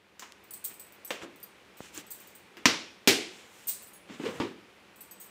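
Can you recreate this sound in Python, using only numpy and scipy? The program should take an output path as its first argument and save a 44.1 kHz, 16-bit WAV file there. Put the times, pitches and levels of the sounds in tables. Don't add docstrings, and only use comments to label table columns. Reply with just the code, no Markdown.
import sys
import numpy as np
from scipy import signal
from scipy.io import wavfile

SR = 44100
rng = np.random.default_rng(int(sys.argv[2]) if len(sys.argv) > 2 else 0)


def transcribe(signal):
    frames = np.atleast_2d(signal).T
    limited = np.clip(frames, -1, 1)
    pcm = np.round(limited * 32767).astype(np.int16)
    wavfile.write(sys.argv[1], SR, pcm)


N = 234095
T = np.arange(SR // 2) / SR
HZ = np.fft.rfftfreq(4096, 1 / SR) + 1

# frequency in Hz, t60 in seconds.
ROOM_DECAY = [(100, 0.5), (300, 0.54), (1000, 0.47), (3000, 0.55), (6000, 0.48), (10000, 0.44),
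              (15000, 0.19)]
# time in seconds, level in dB.
ROOM_TONE_LEVEL = [(0, -63.5), (.4, -58.5), (1, -57), (5.3, -57.3)]

# frequency in Hz, relative spectral density in dB.
ROOM_TONE_COLOUR = [(15, -76), (25, -34), (64, -9.5), (156, -11.5), (198, -1), (233, -10), (340, -4.5),
                    (389, -5), (567, -7), (666, -11.5), (762, -9), (1570, -11), (2420, -10), (4750, -21.5),
                    (15500, -36)]
KNOCK_COLOUR = [(25, -36), (60, -25), (120, -18.5), (220, -2.5), (400, -3.5), (800, -8), (1500, -2.5),
                (2800, -1), (4300, -8.5), (7500, -8.5), (11000, -15.5), (15000, 0)]
CLASH_COLOUR = [(300, -27.5), (2000, -24), (4300, -14), (5500, -16), (7200, -10), (8200, -3), (9500, -10),
                (11800, -15.5), (13300, 0), (15400, -1.5)]
RUB_COLOUR = [(25, -35), (90, -4.5), (300, -0.5), (800, -7.5), (3000, -1), (4500, -8), (7500, -1.5),
              (11000, -11.5), (15000, -6.5)]
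LID_END_COLOURS = [
    [(30, -48), (72, -35), (108, -12), (150, -14), (260, -2.5), (380, -6.5), (780, -12), (950, -7.5),
     (1700, -9), (2400, -6.5), (4300, -10), (5600, -8.5), (10500, -31), (15000, -30)],
    [(35, -49), (78, -39), (110, -18.5), (175, -15.5), (330, 0.5), (430, -1), (560, -15.5), (780, -11),
     (1000, -18.5), (1400, -16), (2200, -9), (5000, -12), (8300, -19), (10000, -25.5), (15000, -22)],
]
BUMP_COLOUR = [(30, -43), (72, -37), (112, -6.5), (150, -5.5), (200, 3.5), (330, 1), (480, -0.5),
               (680, -13), (920, -5.5), (1300, -10.5), (3000, -10.5), (5000, -19), (8000, -25.5),
               (14000, -32)]

# frequency in Hz, relative level in dB, t60 in seconds.
STACK_MODES = [(4240, -16, 0.28), (4720, -20, 0.23), (7800, -17, 0.17), (8000, 6, 0.2), (8160, -1, 0.2),
               (9440, -7, 0.17), (10800, -7, 0.17), (13500, 1, 0.088), (13750, -13, 0.15), (14200, 1, .2),
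               (15100, 14, .2)]
BANGLE_MODES = {"first": [(4790, -13, 0.24), (5700, -9, .22), (6380, -4.5, 0.24), (8000, 3.5, 0.25),
                (9000, -6, 0.3), (10340, -9, .2), (12600, 0, 0.17), (13100, 7, 0.13), (13750, 2, .15),
                (14700, -5, .15)], "second": [(4780, -10, 0.33), (5800, -4, .3), (6530, -8.5, 0.35),
                (8010, -5.5, 0.91), (9000, -1, 0.28), (12900, 12, 0.15), (13700, -8, .2), (14800, 3, 0.15)],
                "third": [(4630, -12.5, 0.3), (7700, -18, 0.19), (8000, -4, 0.37), (9000, 0, 0.44),
                (9900, -9, .25), (10860, -11, 0.26), (13000, 2, 0.24), (14300, -4, .15), (14800, 1, 0.14)],
                "fourth": [(4550, -15, 0.31), (6660, -7, 0.22), (7600, -13, .22), (8380, 0, 0.48),
                (8600, 3, 0.28), (10960, -4.5, 0.4), (12830, 0, .2), (14100, 8, 0.23), (15600, 4, 0.24)]}
JAR_MODES = [(249, 3, 0.13), (272, 4, 0.19), (318, -3, 0.45), (371, 4, 0.22), (455, -6.5, 0.41),
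             (823, -7.5, 0.17), (1430, -19, 0.1), (2050, 4.5, 0.28), (1990, -16, 0.2), (2370, -8, 0.122),
             (2330, 9, 0.1), (2740, -25, 0.22), (3000, -21, .3), (3450, -15, 0.72), (4340, -5, 0.27),
             (4970, -6, 0.3)]
SHELF_MODES = [(108, -7.5, 0.4), (202, -7.5, 0.33), (283, 2, .22), (344, 9, 0.31), (485, -2.5, 0.196),
               (924, -5, 0.22), (1164, -5, 0.29), (1426, -13.5, 0.22)]

# start in seconds, level in dB, hollow note in Hz, treble cutoff in Hz.
KNOCKS = [(0.1951, -44.5, 6400, 12000), (0.223, -43.5, 970, 6030), (1.106, -30.5, 550, 6200),
          (1.233, -40, 335, 1000), (1.9766, -44, 328, 9000), (2.57, -45.5, 303, 4760)]
# start in seconds, level in dB, centre in Hz, width in octaves.
CLOSE_TICKS = [(.3222, -54, 3080, 1.23), (1.8054, -43, 242, 1.66), (1.9766, -44.5, 7000, 0.2)]
ARM_MOVES = [(0.382, 0.58), (.8, 0.87), (1.299, 1.42), (1.719, 2.24)]
# start in seconds, clash level in dB, bangle that swings free, its ring in dB.
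CLINKS = [(0.508, -47, "third", -44), (0.5343, -39.5, "third", -50), (0.642, -35, "fourth", -38.5),
          (0.6477, -33.5, "third", -42), (.739, -50, "first", -63), (.796, -43.5, "third", -50),
          (.922, -54, "second", -63), (1.048, -45, "first", -43.5), (1.076, -61, "first", -49),
          (1.429, -50, "second", -44.5), (1.771, -55, "second", -64), (1.943, -49, "fourth", -59),
          (2.065, -57, "second", -58), (2.104, -42, "fourth", -49), (2.1125, -41.5, "fourth", -43.5),
          (2.201, -49, "second", -68), (2.272, -57, "third", -55.5), (2.351, -51, "fourth", -55),
          (3.671, -36.5, "third", -37), (3.677, -25.5, "fourth", -44), (3.819, -46, "first", -63),
          (3.871, -56, "third", -54.5), (3.934, -54, "fourth", -52.5), (4.959, -56, "third", -63),
          (5.007, -47.5, "third", -48.5), (5.111, -52, "second", -48), (5.2, -46, "fourth", -49),
          (5.212, -48.5, "fourth", -49)]
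# time in seconds, room against direct sound in dB.
WRIST_ROOM = [(0.6, -2.5), (2.3, 2), (3.7, 7.5), (5.2, 8)]
# middle in seconds, quarter length in seconds, level in dB, treble cutoff in Hz.
RUBS = [(0.714, 0.017, -54, 3000), (1.223, 0.007, -41.5, 1950), (1.235, 0.016, -49, 5700),
        (1.847, 0.053, -52.5, 8000), (1.975, 0.033, -45.5, 11500), (2.215, 0.15, -61, 9000),
        (3.388, 0.085, -55.5, 7000), (3.603, .1, -57, 13000), (4.135, .04, -51, 3930),
        (4.257, 0.05, -45.5, 3670), (4.333, .13, -55.5, 10600), (4.366, 0.035, -45.5, 1510)]
# start in seconds, level in dB, rattle decay in seconds, rattle and room
# in dB against the click, jar ring in dB, drum note in Hz, drum level in dB.
SNAPS = [(2.656, -15, 0.0086, 9, 5.5, -25.5, 272, -23), (3.0749, -13.5, 0.017, 9, 9.5, -24, 318, -34.5)]
# start in seconds, strength in dB, hollow note in Hz, treble cutoff in Hz.
BUMPS = [(4.09, -45.5, 217, 3500), (4.099, -42.5, 214, 3520), (4.198, -35, 303, 1600),
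         (4.236, -35.5, 372, 2480), (4.254, -35, 513, 6000), (4.262, -32, 458, 6100),
         (4.287, -34.5, 505, 2500), (4.401, -25, 323, 5770), (4.45, -37.5, 336, 1970)]


def amp(db):
    return 10 ** (np.asarray(db) / 20)


def unit(x):
    return x / np.sqrt(np.sum(x ** 2) + 1e-20)


def curve(points, hz=HZ):
    point_hz, value = np.transpose(points)
    return np.interp(np.log(hz + 1), np.log(point_hz), value)


def add(mix, s, db, sound):
    part = mix[max(round(s * SR), 0):][:len(sound)]
    part += (amp(db) * np.sqrt(SR / 50) * unit(sound))[:len(part)]


def colour(x, db):
    log_gain = np.log(amp(np.maximum(db, -100)))
    mirrored = np.concatenate([log_gain, log_gain[-2:0:-1]])
    taps = np.fft.ifft(np.exp(np.conj(signal.hilbert(mirrored)))).real
    return signal.oaconvolve(x, taps)[:len(x)]


def room_tone():
    noise = colour(rng.standard_normal(N + len(HZ)), curve(ROOM_TONE_COLOUR))[-N:]
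    level_db = np.interp(np.arange(N) / SR, *np.transpose(ROOM_TONE_LEVEL))
    return unit(noise) * np.sqrt(N) * amp(level_db)


def dull(above_hz):
    return -10 * np.log10(1 + (HZ / above_hz) ** 4)


def hollow(note_hz, note_db, octaves):
    return note_db / (1 + (np.log2(HZ / note_hz) / octaves) ** 2)


def room_tail(build_s=0.0043, early_s=0.049):
    hz, t, bands = signal.stft(rng.standard_normal(len(T)), SR, nperseg=256)
    decay = amp(-60 * t / curve(ROOM_DECAY, hz)[:, None])
    tail = signal.istft(bands * decay, SR, nperseg=256)[1][:len(T)]
    return unit(tail * (1 - np.exp(-T / build_s)) * (1 + np.exp(-T / early_s)))


def blow(colour_db, rattle_s, rattle_db, room_db):
    click = T == 0
    walls = unit(rng.standard_normal(len(T)) * np.exp(-T / rattle_s))
    return colour(click + amp(rattle_db) * walls + amp(room_db) * room_tail(), colour_db)


def handling():
    out = np.zeros(N)
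    for s, db, note_hz, dull_hz in KNOCKS:
        shape = curve(KNOCK_COLOUR) + hollow(note_hz, note_db=12.5, octaves=0.44) + dull(dull_hz)
        add(out, s, db, blow(shape, rattle_s=0.0083, rattle_db=6.5, room_db=5.5))
    for s, db, centre_hz, octaves in CLOSE_TICKS:
        band_db = np.maximum(-6 * (np.log2(HZ / centre_hz) / octaves) ** 2, -50)
        add(out, s, db, colour(1.0 * (T == 0), band_db))
    return out


def ring(modes, scatter_db, detune, flutter_hz, dry_s):
    knots = np.arange(0, 1, 1 / flutter_hz)
    direct = np.exp(-T / dry_s)
    out = np.zeros(len(T))
    for hz, db, t60 in modes:
        weight, shift = rng.standard_normal(2)
        phasors = rng.standard_normal((256, 2)) @ [1, 1j] / np.sqrt(2)
        echoes = np.interp(T, knots, np.resize(phasors, len(knots)))
        swing = np.sign(shift) * direct + np.sqrt(1 - direct ** 2) * echoes
        partial = (swing * np.exp(2j * np.pi * hz * (1 + detune * shift) * T)).imag
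        out += amp(db + scatter_db * weight - 60 * T / t60) * partial
    return unit(out)


def jostles(per_move=2, clash_db=-57.5, ring_db=-69):
    names = list(BANGLE_MODES)
    rows = []
    for start, end in ARM_MOVES:
        for k, (late, which) in enumerate(rng.random((per_move, 2))):
            s = start + (k + late) / per_move * (end - start)
            rows.append((s, clash_db, names[int(which * len(names))], ring_db))
    return rows


def bangles(contacts_per_s=2500, stack_db=-7, middling_db=-50, wrist_damping_s=0.066):
    out = np.zeros(N)
    for s, clash_db, name, ring_db in CLINKS + jostles():
        swell_s = 0.0022 * 2 ** ((clash_db - middling_db) / 14)
        room_gain = amp(np.interp(s, *np.transpose(WRIST_ROOM)))
        contacts = rng.standard_normal(len(T)) * (rng.random(len(T)) < contacts_per_s / SR)
        flurry = T / swell_s * np.exp(-T / swell_s)
        filling = np.sqrt(np.cumsum(unit(flurry) ** 2))
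        clash = unit(contacts * flurry) + room_gain * unit(room_tail() * filling)
        clash = unit(colour(clash, curve(CLASH_COLOUR)))
        stack = ring(STACK_MODES, scatter_db=7, detune=0.01, flutter_hz=120, dry_s=0.0046)
        add(out, s, clash_db, clash + amp(stack_db) * unit(stack * filling))
        free_bangle = ring(BANGLE_MODES[name], scatter_db=5, detune=0.002, flutter_hz=90, dry_s=0.024)
        damping = np.exp(-T / wrist_damping_s) + room_gain
        add(out, s, ring_db, free_bangle * damping)
    return out


def rubbing(grain_db=2.0):
    out = np.zeros(N)
    for s, quarter_s, db, dull_hz in RUBS:
        n = int(np.ceil(4 * quarter_s * SR))
        slips = rng.standard_normal(n) * amp(grain_db * rng.exponential(1, n))
        friction = unit(colour(slips, curve(RUB_COLOUR) + dull(dull_hz))) * np.sqrt(n)
        start = round(s * SR) - n // 2
        out[start:start + n] += amp(db) * friction * np.hanning(n)
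    return out


def thump(hz, decay_s):
    return np.sin(2 * np.pi * hz * T) * np.exp(-T / decay_s) * (1 - np.exp(-T * hz)) ** 2


def lid():
    out = np.zeros(N)
    for snap, end_colour in zip(SNAPS, LID_END_COLOURS):
        s, db, rattle_s, rattle_db, room_db, ring_db, drum_hz, drum_db = snap
        add(out, s, db, blow(curve(end_colour), rattle_s, rattle_db, room_db))
        add(out, s, ring_db, ring(JAR_MODES, scatter_db=-1, detune=0.0022, flutter_hz=20, dry_s=0.11))
        add(out, s, drum_db, thump(drum_hz, decay_s=0.005))
    return out


def shelf(middling_db=-36.5, walls_db=-1.5, thump_db=-5.5, ring_db=-50):
    out = np.zeros(N)
    for s, db, note_hz, dull_hz in BUMPS:
        force_db = db - middling_db
        note_db = 6.5 - 0.08 * force_db
        shape = curve(BUMP_COLOUR) + hollow(note_hz, note_db, octaves=0.51) + dull(dull_hz)
        rattle_s = 0.0098 * 2 ** (force_db / 8)
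        add(out, s, db + walls_db, blow(shape, rattle_s, rattle_db=6, room_db=5.5))
        add(out, s, db + thump_db, thump(note_hz, decay_s=0.0078))
        board = ring(SHELF_MODES, scatter_db=1.5, detune=0.005, flutter_hz=25, dry_s=0.1)
        add(out, s, ring_db + 1.7145 * force_db, board)
    return out


def scene():
    return (lid() + handling() + shelf() + bangles() + rubbing() + room_tone())[None]


def record(dry, low_cut_hz=56, top_hz=15600):
    low_cut = signal.butter(2, low_cut_hz, "highpass", fs=SR, output="sos")
    band_limit = signal.firwin(255, top_hz, window=("kaiser", 8), fs=SR)
    return signal.oaconvolve(signal.sosfilt(low_cut, dry), band_limit[None], "same")


dry = scene()
out = record(dry)
transcribe(out)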